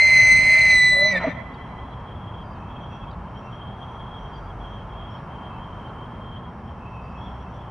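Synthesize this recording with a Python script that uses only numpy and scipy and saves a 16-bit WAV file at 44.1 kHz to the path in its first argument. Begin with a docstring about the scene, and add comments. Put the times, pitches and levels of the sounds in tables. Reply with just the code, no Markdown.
"""Bull elk calling at a lake

A bull elk standing in a lake ends its bugle: a breathy nasal whistle drops into a low moan and a grunt.
The whistle is a wavering tone with harmonics and breath noise; the moan is pulses shaped by the throat.
The grunt is short rings and a rush of air. Rocky banks return all three as scattered echoes.
Behind are far traffic (noise and engine drones), insects (narrow wandering tones), a small bird
(short arches of harmonics) and a puff of wind on the microphone ports (low noise)."""
import sys
import numpy as np
from scipy import signal
from scipy.fft import rfft, irfft, next_fast_len
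from scipy.io import wavfile
from scipy.ndimage import uniform_filter1d

SR = 44100
rng = np.random.default_rng(int(sys.argv[2]) if len(sys.argv) > 2 else 0)


def wav_record(signal):
    """Record a signal, one row per channel, as 16-bit PCM in the file named by sys.argv[1]."""
    frames = np.transpose(np.atleast_2d(signal))
    bounded = np.clip(frames, -1, 1)
    # unit amplitude maps onto the largest positive 16-bit level
    quanta = np.round(bounded * 32767).astype(np.int16)
    wavfile.write(sys.argv[1], SR, quanta)


N = 339570
LEAD = 44100      # samples of call before time zero, whose echoes still arrive


def from_db(db):
    """Turn decibels into a gain."""
    return 10 ** (np.asarray(db) / 20)


def rms_one(x):
    """Scale a sound to an average (rms) level of 1."""
    return x / np.sqrt(np.mean(x ** 2) + 1e-20)


def in_time(rows, lead=0):
    """Draw each column of a table as a line through time."""
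    s, *columns = np.transpose(rows)
    t = np.arange(-lead, N) / SR
    return [np.interp(t, s, column) for column in columns]


def at_hz(points, hz):
    """Read a (frequency, value) table at any frequency, on a logarithmic frequency scale."""
    table_hz, values = np.transpose(points)
    return np.interp(np.log(hz), np.log(table_hz), values)


def sounding(rows, fade_s=.012, from_start=False):
    """1 while a table lasts, fading at its ends; from_start leaves out the fade-in."""
    t = np.arange(-LEAD, N) / SR
    fade_out = np.clip((rows[-1][0] - t) / fade_s, 0, 1)
    if from_start:
        return fade_out
    return fade_out * np.clip((t - rows[0][0]) / fade_s, 0, 1)


def drift(rate, size=N):
    """A smooth random line of spread 1; a higher rate [changes per s] moves faster."""
    # made at one fortieth of the sample rate, then joined by straight lines
    r = np.exp(-80 * np.pi * rate / SR)
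    noise = rng.standard_normal(size // 40 + 2002)
    slow = signal.lfilter([1], [1, -2 * r, r * r], noise)[2000:]
    return np.interp(np.arange(size) / 40, np.arange(len(slow)), rms_one(slow))


def swells(centres, halves, levels_db):
    """Add bell-shaped rises and falls into one gain curve."""
    t = np.arange(N) / SR
    bells = np.broadcast(centres, halves, levels_db)
    return sum(from_db(db) * np.exp(-((t - s) / half) ** 2) for s, half, db in bells)


def stereo(mid, side, alike):
    """Mix two independent noises so that left and right are alike by a chosen share."""
    return np.sqrt(1 + alike) * mid + np.sqrt(1 - alike) * side * [[1], [-1]]


def narrow_noise(hz, width_hz, alike, size=N):
    """A few unsynchronised sources: a tone that wanders in a narrow band about a moving pitch."""
    lowpass = signal.butter(2, width_hz, fs=SR, output="sos")
    slow = signal.sosfilt(lowpass, rng.standard_normal((2, 2, size)))
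    swing = slow[0] + 1j * slow[1]
    swing = swing / np.sqrt(np.abs(swing) + 1e-9)     # evens out the level
    turn = np.exp(2j * np.pi * np.cumsum(hz * np.ones(size)) / SR)
    mid, side = (swing * turn).real
    return rms_one(stereo(mid, side, np.clip(alike, 0, 1)))


def resonance(x, hz, width_hz):
    """A ringing cavity: a band-pass of gain 1 on top."""
    r = np.exp(-np.pi * width_hz / SR)
    top = np.array([1, 0, -1]) * (1 - r * r) / 2
    return signal.lfilter(top, [1, -2 * r * np.cos(2 * np.pi * hz / SR), r * r], x)


def throat(x):
    """Throat and nose cavities side by side, each applied twice for deep valleys between them."""
    # cavities: (frequency [Hz], width [Hz], relative level [dB])
    cavities = [(618.6, 80, -7), (880, 120, -22.5), (1280, 360, -22.5), (1530, 56, -16.5), (1845, 210, -6),
                (2245, 273, 3), (2960, 100, -64.5), (4720, 360, -22.5), (5230, 760, -32),
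                (7140, 1100, -34.5), (8400, 3800, -41.5)]
    out = 0
    for k, (hz, width_hz, db) in enumerate(cavities):
        ringing = resonance(resonance(x, hz, width_hz), hz, width_hz)
        out = out + from_db(db) * ringing * (-1) ** k     # neighbours have opposite signs
    return out


def whistle():
    """A jet of air makes a tone with breath noise; turbulence just above the tone shakes its harmonics."""
    # the whistle's course: (time [s], pitch [Hz], tone level [dB], breath level [dB])
    course = [(0, 2075, -13.5, -24.5), (.2, 2043, -12.5, -23), (.42, 2051, -16, -25.5),
              (.53, 2053, -13, -23), (.64, 2048, -15, -24.5), (.725, 2022, -12.5, -23.5),
              (.8, 1998, -14, -33.5), (.88, 2003, -14.5, -33.5), (.96, 1996, -18.5, -41.5),
              (1.045, 2007, -15.5, -39.5), (1.1, 2004, -18.5, -34), (1.128, 1955, -22.5, -29.5),
              (1.148, 1877, -26.5, -33), (1.165, 1795, -20.5, -32), (1.18, 1757, -23.5, -29),
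              (1.2, 1770, -30, -38.5)]
    # harmonics 2 to 5 against the tone: (level in a clean jet [dB], level in full turbulence [dB])
    harmonic_levels = [(-7, -22), (-32, -23.5), (-33.5, -32), (-42.5, -40.5)]
    waver_hz, waver_rate = 3.1, 49.5     # pitch spread, changes per s
    smear = .55                          # share of breath turbulence on the upper harmonics
    flutter_db, flutter_rate = 4.5, 90   # level spread in full turbulence, changes per s
    wander_db, wander_rate = 7.5, 4.1    # slow level spread in a clean jet, changes per s
    jitter_rad = .35                     # phase wobble in full turbulence, multiplied by each harmonic
    closing_s, closing_db_per_s = 1.0, 250   # when the muzzle starts closing, loss after that
    lock_hz = 1985     # below this the jet slips off the nasal resonance and loses its top harmonics
    size = N + LEAD

    pitch, tone_db, breath_db = in_time(course, lead=LEAD)
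    breath = from_db(breath_db) * rms_one(throat(rng.standard_normal(size)))
    pitch = pitch + waver_hz * drift(waver_rate, size=size)
    turn = np.exp(2j * np.pi * np.cumsum(pitch) / SR)
    tone = np.sqrt(2) * from_db(tone_db)

    # strong breath beside a weak tone means more turbulence
    against = np.maximum(tone, 3 * from_db(breath_db))
    turbulence = 3 * from_db(breath_db) / against
    band = signal.butter(3, [2050, 2550], "band", fs=SR, output="sos")
    near = signal.sosfilt(band, breath)
    near_turn = signal.hilbert(near, next_fast_len(len(near)))[:len(near)]
    shaken = turn + smear * near_turn / against
    shaken = shaken / np.sqrt(np.abs(shaken) + 1e-9)     # the jet saturates
    shaken = shaken * np.exp(1j * jitter_rad * turbulence * drift(41, size=size))

    closing_db = closing_db_per_s * np.maximum(np.arange(-LEAD, N) / SR - closing_s, 0)
    slip_db = np.maximum(lock_hz - pitch, 0) / 4
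    upper = 0
    for number, (clean_db, rough_db) in enumerate(harmonic_levels, start=2):
        db = tone_db + clean_db + (rough_db - clean_db) * turbulence
        if number >= 3:
            db = db + wander_db * (1 - turbulence) * drift(wander_rate, size=size) - slip_db
        if number >= 4:
            db = db - closing_db     # the closing muzzle dulls the fourth and fifth harmonics
        db = db + flutter_db * turbulence * drift(flutter_rate, size=size)
        upper = upper + np.sqrt(2) * from_db(db) * (shaken ** number).real
    return (tone * turn.real + upper + breath) * sounding(course, fade_s=.025, from_start=True)


def moan():
    """Vocal fold pulses and rasp go through the throat; the chest carries the fundamental."""
    # vocal folds: (time [s], pitch [Hz], fundamental level [dB], overtones level [dB], roughness [0-1])
    folds = [(0.9, 194.2, -44, -46, .3), (0.93, 202.4, -46, -35, .3), (0.962, 184.8, -44, -34, .25),
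             (1.06, 205.4, -36, -24.5, .12), (1.095, 211, -39, -35, .3), (1.134, 186.6, -32, -27, .3),
             (1.18, 178, -32, -32, .3), (1.225, 174.0, -36, -48, .3)]
    flicker_db, rasp_cut_hz = 3, 900     # spread of the overtone level, top of the rasp noise
    pitch, fundamental_db, overtones_db, rough = in_time(folds, lead=LEAD)
    rough = np.clip(rough, 0, 1)
    phase = 2 * np.pi * np.cumsum(pitch) / SR
    pulses = sum(np.cos(k * phase) / k ** 2.2 for k in range(2, 9))
    lowpass = signal.butter(3, rasp_cut_hz, fs=SR)
    rasp = rms_one(signal.lfilter(*lowpass, rng.standard_normal(len(phase))))
    gated = (1 + np.cos(phase)) * rasp     # each cycle lets a puff of noise through
    voiced = throat((1 - rough) * pulses + .15 * rough * gated)
    voiced = voiced / np.sqrt(uniform_filter1d(voiced ** 2, size=900) + 1e-12)     # level it out
    overtones = from_db(overtones_db + flicker_db * drift(30, size=N + LEAD)) * voiced
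    chest = np.sqrt(2) * from_db(fundamental_db) * np.cos(phase)
    return (overtones + chest) * sounding(folds)


def grunt():
    """The jet breaks up and sets one throat resonance after another ringing, with a dull rush of air."""
    # rings: (start [s], length [s], frequency [Hz], peak level before the wobble [dB])
    ring_table = [(1.2, .04, 1330, -35), (1.208, .05, 900, -33), (1.238, .026, 645, -18.5),
                  (1.265, .025, 630, -22), (1.264, .034, 268, -19.5), (1.255, .04, 480, -31),
                  (1.27, .03, 170, -27)]
    # air through the opening throat: (time [s], level [dB])
    rush = [(1.17, -47.5), (1.21, -29.5), (1.25, -31), (1.29, -32.5), (1.34, -53)]
    rush_cut_hz = 1500
    t, rings = np.arange(-LEAD, N) / SR, 0
    unsteady = np.cumsum(.03 * drift(60, size=N + LEAD)) / SR + t     # time that runs unevenly
    for start, length, hz, db in ring_table:
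        arch = np.sin(np.pi * np.clip((t - start) / length, 0, 1))
        rings = rings + from_db(db) * arch * np.sin(2 * np.pi * hz * unsteady)
    rings = rings * (1 + .2 * drift(90, size=N + LEAD))
    air = signal.lfilter(*signal.butter(3, rush_cut_hz, fs=SR), rng.standard_normal(N + LEAD))
    air = rms_one(throat(air) + .26 * air)
    rush_db, = in_time(rush, lead=LEAD)
    return rings + from_db(rush_db) * air * sounding(rush)


def lakeside(call):
    """Direct sound, scattered returns from each bank and a thin valley tail, partly separate per ear."""
    # echoing banks: (delay [s], spread [s], level before filtering [dB])
    banks = [(.03, .03, -19), (.15, .05, -16), (.33, .12, -27), (.72, .2, -34)]
    # balance of the direct call: (frequency [Hz], left minus right [dB])
    balance = [(60, 0.0), (110, 0.0), (190, 0.0), (330, 0.0), (590, -0.5), (1050, -1.0), (1850, -1.5),
               (3280, 1.0), (5810, -1.0), (10300, -1.0)]
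    # timing of the direct call: (frequency [Hz], phase by which left leads [radians])
    left_lead = [(0, 0), (1380, 0.2), (2500, -0.0), (3450, 0.1), (3960, 0.5), (4390, -0.1), (5250, -0.3),
                 (5600, -0.3), (5940, 1.0), (6200, -0.5), (7060, -0.1), (7920, -0.4), (8870, -0.0),
                 (10500, -0.0)]
    valley_db, valley_t60_s = -46, 1.2          # tail level before filtering, time to fall by 60 dB
    scatter_from_hz, echo_cut_hz = 800, 7900    # boulders scatter short waves best; top of near echoes
    air_cut_hz, near_s = 2300, .27              # top of far echoes, delay scale between near and far
    shimmer_db, shimmer_rate = 4, 16            # level spread, changes per s

    t = np.arange(2 * SR) / SR
    returns = 0
    for lag, spread, db in banks:
        returns = returns + from_db(2 * db) * np.exp(-((t - lag) / spread) ** 2) / (spread * SR)
    tail = from_db(2 * (valley_db - 60 * t / valley_t60_s)) / (.078 * valley_t60_s * SR)
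    shared, own = rng.standard_normal(len(t)), rng.standard_normal((2, len(t)))
    scatter = np.sqrt(returns + tail) * (.8 * shared + .6 * own)
    scatter = signal.lfilter(*signal.butter(1, scatter_from_hz, "high", fs=SR), scatter)

    # long paths lose their treble in the air
    near = np.exp(-(t / near_s) ** 2)
    bright = signal.lfilter(*signal.butter(3, echo_cut_hz, fs=SR), scatter)
    dull = signal.lfilter(*signal.butter(3, air_cut_hz, fs=SR), scatter)

    size = next_fast_len(len(call) + len(t))
    hz = np.fft.rfftfreq(size, 1 / SR) + 1     # + 1 avoids the logarithm of zero
    side = np.array([[.5], [-.5]])
    pan = from_db(side * at_hz(balance, hz)) * np.exp(1j * side * at_hz(left_lead, hz))
    paths = np.array([pan, rfft(near * bright + (1 - near) * dull, size)])
    direct, echoes = irfft(rfft(call, size) * paths, size)[:, :, LEAD:LEAD + N]
    # moving air breaks the echoes up
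    shimmer = np.array([drift(shimmer_rate), drift(shimmer_rate)])
    return direct + echoes * from_db(shimmer_db * shimmer)


def bird():
    """A small bird chips: short, hoarse nasal arches of four harmonics, each a little different."""
    # chips: (time [s], level [dB])
    chip_times = [(1.539, -61), (2.554, -73), (3.112, -62), (5.169, -71), (5.87, -65)]
    # pitch of a chip's unheard fundamental: (time from its start [s], frequency [Hz])
    chip_pitch = [(0, 730), (.012, 773), (.025, 720), (.045, 648)]
    # tone colour: (harmonic number, relative level [dB])
    chip_voice = [(4, 1), (5, 1.5), (6, -2), (7, -21)]
    s, hz = np.transpose(chip_pitch)
    t, out = np.arange(int(s[-1] * SR)) / SR, np.zeros(N)
    arch = np.sqrt(np.sin(np.pi * t / s[-1]))
    for (time, db), change in zip(chip_times, rng.normal(1, .012, len(chip_times))):
        phase = 2 * np.pi * np.cumsum(change * np.interp(t, s, hz)) / SR
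        chip = sum(from_db(level_db) * np.sin(k * phase) for k, level_db in chip_voice)
        i = round((time - .008) * SR)     # sound begins 8 ms ahead of the listed time
        out[i:i + len(t)] += from_db(db) * chip * arch
    return out * (1 + .7 * drift(120))     # hoarseness


def insects():
    """Wings sing throbbing songs that start and stop, over far choruses that swell at random."""
    # songs: (start [s], length [s], wing pitch [Hz], level [dB])
    songs = [(1.242, .45, 3237, -59.5), (1.719, 0.71, 3250, -57.5), (2.651, 0.34, 3217, -55.5),
             (2.998, 0.1, 3250, -57), (3.25, 0.035, 3160, -56), (3.345, 0.053, 3210, -53.5),
             (3.515, 0.87, 3213, -54.5), (4.471, 0.042, 3250, -55), (4.605, .26, 3234, -55),
             (4.906, 0.28, 3266, -53), (5.305, 0.19, 3170, -56), (5.602, 0.35, 3184, -57.5),
             (5.968, .52, 3195, -56.5), (6.651, 0.09, 3200, -65), (7.176, 0.25, 3260, -54.5),
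             (7.535, 0.14, 3310, -62), (2.497, 0.42, 2610, -65), (2.903, .17, 2650, -62),
             (3.396, .11, 2660, -58.5), (5.5, 0.12, 2640, -59), (6.8, 0.5, 2623, -57.5),
             (7.437, 0.07, 2670, -60), (2.42, .12, 4850, -70), (4.33, .16, 4750, -72),
             (7.02, .12, 4850, -78), (2.813, 0.22, 5780, -74), (3.28, 0.29, 5620, -73.5),
             (3.76, 0.24, 5900, -79.5), (4.194, 0.24, 5740, -75), (5.098, 0.16, 5450, -75),
             (6.486, .6, 5550, -78.5), (7.17, .2, 5500, -74.5), (7.405, 0.16, 5780, -71)]
    # far choruses: (frequency [Hz], half width [Hz], left-right likeness, level [dB])
    choruses = [(2624, 140, 0.43, -73), (3130, 43, 0.73, -67), (4870, 90, .6, -89.5),
                (5420, 83, 0.66, -85.5), (5820, 300, 0.41, -83)]
    edge_s, song_alike = .05, .8      # fade, left-right likeness
    width, wobble = .019, .01         # half width and pitch wobble as shares of the pitch
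    throb_db, throb_rate = 3.2, 10    # level spread, changes per s
    out, t = np.zeros((2, N + SR)), np.arange(SR) / SR
    for start, length, hz, db in songs:
        shape = np.clip(np.minimum(t, length + edge_s - t) / edge_s, 0, 1)
        throb = throb_db * drift(throb_rate, size=SR) + 2.22 * drift(35, size=SR)
        pitch = hz * (1 + wobble * drift(6.3, size=SR))
        song = narrow_noise(pitch, width * hz, song_alike, size=SR)
        i = int((start - edge_s / 2) * SR)
        out[:, i:i + SR] += from_db(db + throb) * shape * song
    far = sum(from_db(db + 3.2 * drift(1)) * narrow_noise(*band) for *band, db in choruses)
    return out[:, :N] + far


def wind():
    """A puff of wind brushes the microphone ports: lumpy low noise, partly separate per channel."""
    # gusts: (loudest at [s], level [dB])
    gusts = [(0, -41), (.35, -31.5), (.72, -34), (.97, -45.5), (1.15, -55)]
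    gust_s, cut_hz, alike = .14, 134, .72     # half length, top of the noise, left-right likeness
    band = signal.butter(2, [25, cut_hz], "band", fs=SR, output="sos")
    mid, side = signal.sosfilt(band, rng.standard_normal((2, N)))
    low = from_db(1.9 * drift(16)) * stereo(mid, side, alike)
    loudest_s, levels_db = np.transpose(gusts)
    return swells(loudest_s, gust_s, levels_db) * rms_one(low)


def lorries():
    """Heavy vehicles swell and fade as deep drones, each at its own pitch, over a faint steady hum."""
    # vehicles: (loudest at [s], half length [s], engine pitch [Hz], level [dB])
    vehicles = [(1.95, 0.35, 60.8, -44), (3.035, 0.34, 55, -41.5), (4.694, 0.56, 47.13, -39),
                (5.75, 0.25, 45, -47), (7.297, 0.47, 63.2, -40.5)]
    # hum: (frequency [Hz], half width [Hz], level [dB])
    hum_hz, hum_width_hz, hum_db = (121, 5, -48)
    width_hz, alike = 3, 1     # half width of a drone, left-right likeness
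    drones = 0
    for s, half, hz, db in vehicles:
        drones = drones + swells(s, half, db) * narrow_noise(hz, width_hz, alike)
    return drones + from_db(hum_db) * narrow_noise(hum_hz, hum_width_hz, alike)


def banded_noise(spectrum, top_hz, patchy_db):
    """Third-octave bands of stereo noise, each with its own level, flicker and likeness; rms 1."""
    # likeness of the two channels: (frequency [Hz], left-right likeness)
    likeness = [(60, .998), (130, .998), (260, .995), (540, 0.97), (1140, 0.95), (2370, 0.76), (4940, 0.21),
                (10300, 0.34)]
    edges = top_hz / 2 ** np.arange(0, np.log2(top_hz / spectrum[0][0]), 1 / 3)
    white = rng.standard_normal((2, 2, N + LEAD))     # neighbouring bands use different noise
    out = 0
    for k, (high, low) in enumerate(zip(edges, edges[1:])):
        band = signal.butter(2, [low, high], "band", fs=SR, output="sos")
        mid, side = signal.sosfilt(band, white[k % 2])[:, LEAD:]
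        hz = np.sqrt(low * high)
        alike = np.clip(at_hz(likeness, hz), -1, 1)
        gain = from_db(at_hz(spectrum, hz) + patchy_db * drift(1.6))
        out = out + gain * stereo(mid, side, alike)
    return rms_one(out)


def road():
    """Far traffic: low noise for the rumble and higher noise for the tyre hiss."""
    # traffic levels: (time [s], rumble level [dB], tyre hiss level [dB])
    traffic = [(1.5, -37, -40.5), (2.3, -37, -41), (3.2, -36.5, -40.5), (4.3, -37.5, -40), (5.1, -38, -40),
               (5.85, -36, -39.5), (6.6, -37, -42), (7.7, -39, -40.5)]
    # rumble spectrum: (frequency [Hz], relative level per Hz [dB])
    rumble_spectrum = [(12, -39.5), (20, -23), (43, -4.5), (125, -1.5), (166, -8), (195, -4), (252, -11.5),
                       (296, -17.5), (367, -18), (500, -20.5), (650, -39), (1100, -120)]
    # tyre hiss spectrum: (frequency [Hz], relative level per Hz [dB])
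    tyre_spectrum = [(180, -42.5), (300, -5.5), (463, -4.5), (694, 1.5), (1010, 3.5), (2400, -22.5),
                     (2970, -7.5), (3200, -52.5), (3550, -49), (3830, -43), (5160, -37), (5650, -45),
                     (6960, -51), (10800, -42.5), (14000, -89), (22000, -120)]
    rumble_db, tyres_db = in_time(traffic)
    rumble = from_db(rumble_db) * banded_noise(rumble_spectrum, top_hz=658.0, patchy_db=1.0)
    tyres = from_db(tyres_db) * banded_noise(tyre_spectrum, top_hz=11190, patchy_db=-0.5)
    return rumble + tyres


def scene():
    """Elk and its echoes over bird, insects, wind and traffic."""
    elk = lakeside(whistle() + moan() + grunt())
    return elk + bird() + insects() + wind() + lorries() + road()


def record(dry):
    """Cut the top steeply above 10.9 kHz."""
    return signal.sosfilt(signal.ellip(12, .5, 80, 10900, fs=SR, output="sos"), dry)


dry = scene()
out = record(dry)
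wav_record(out)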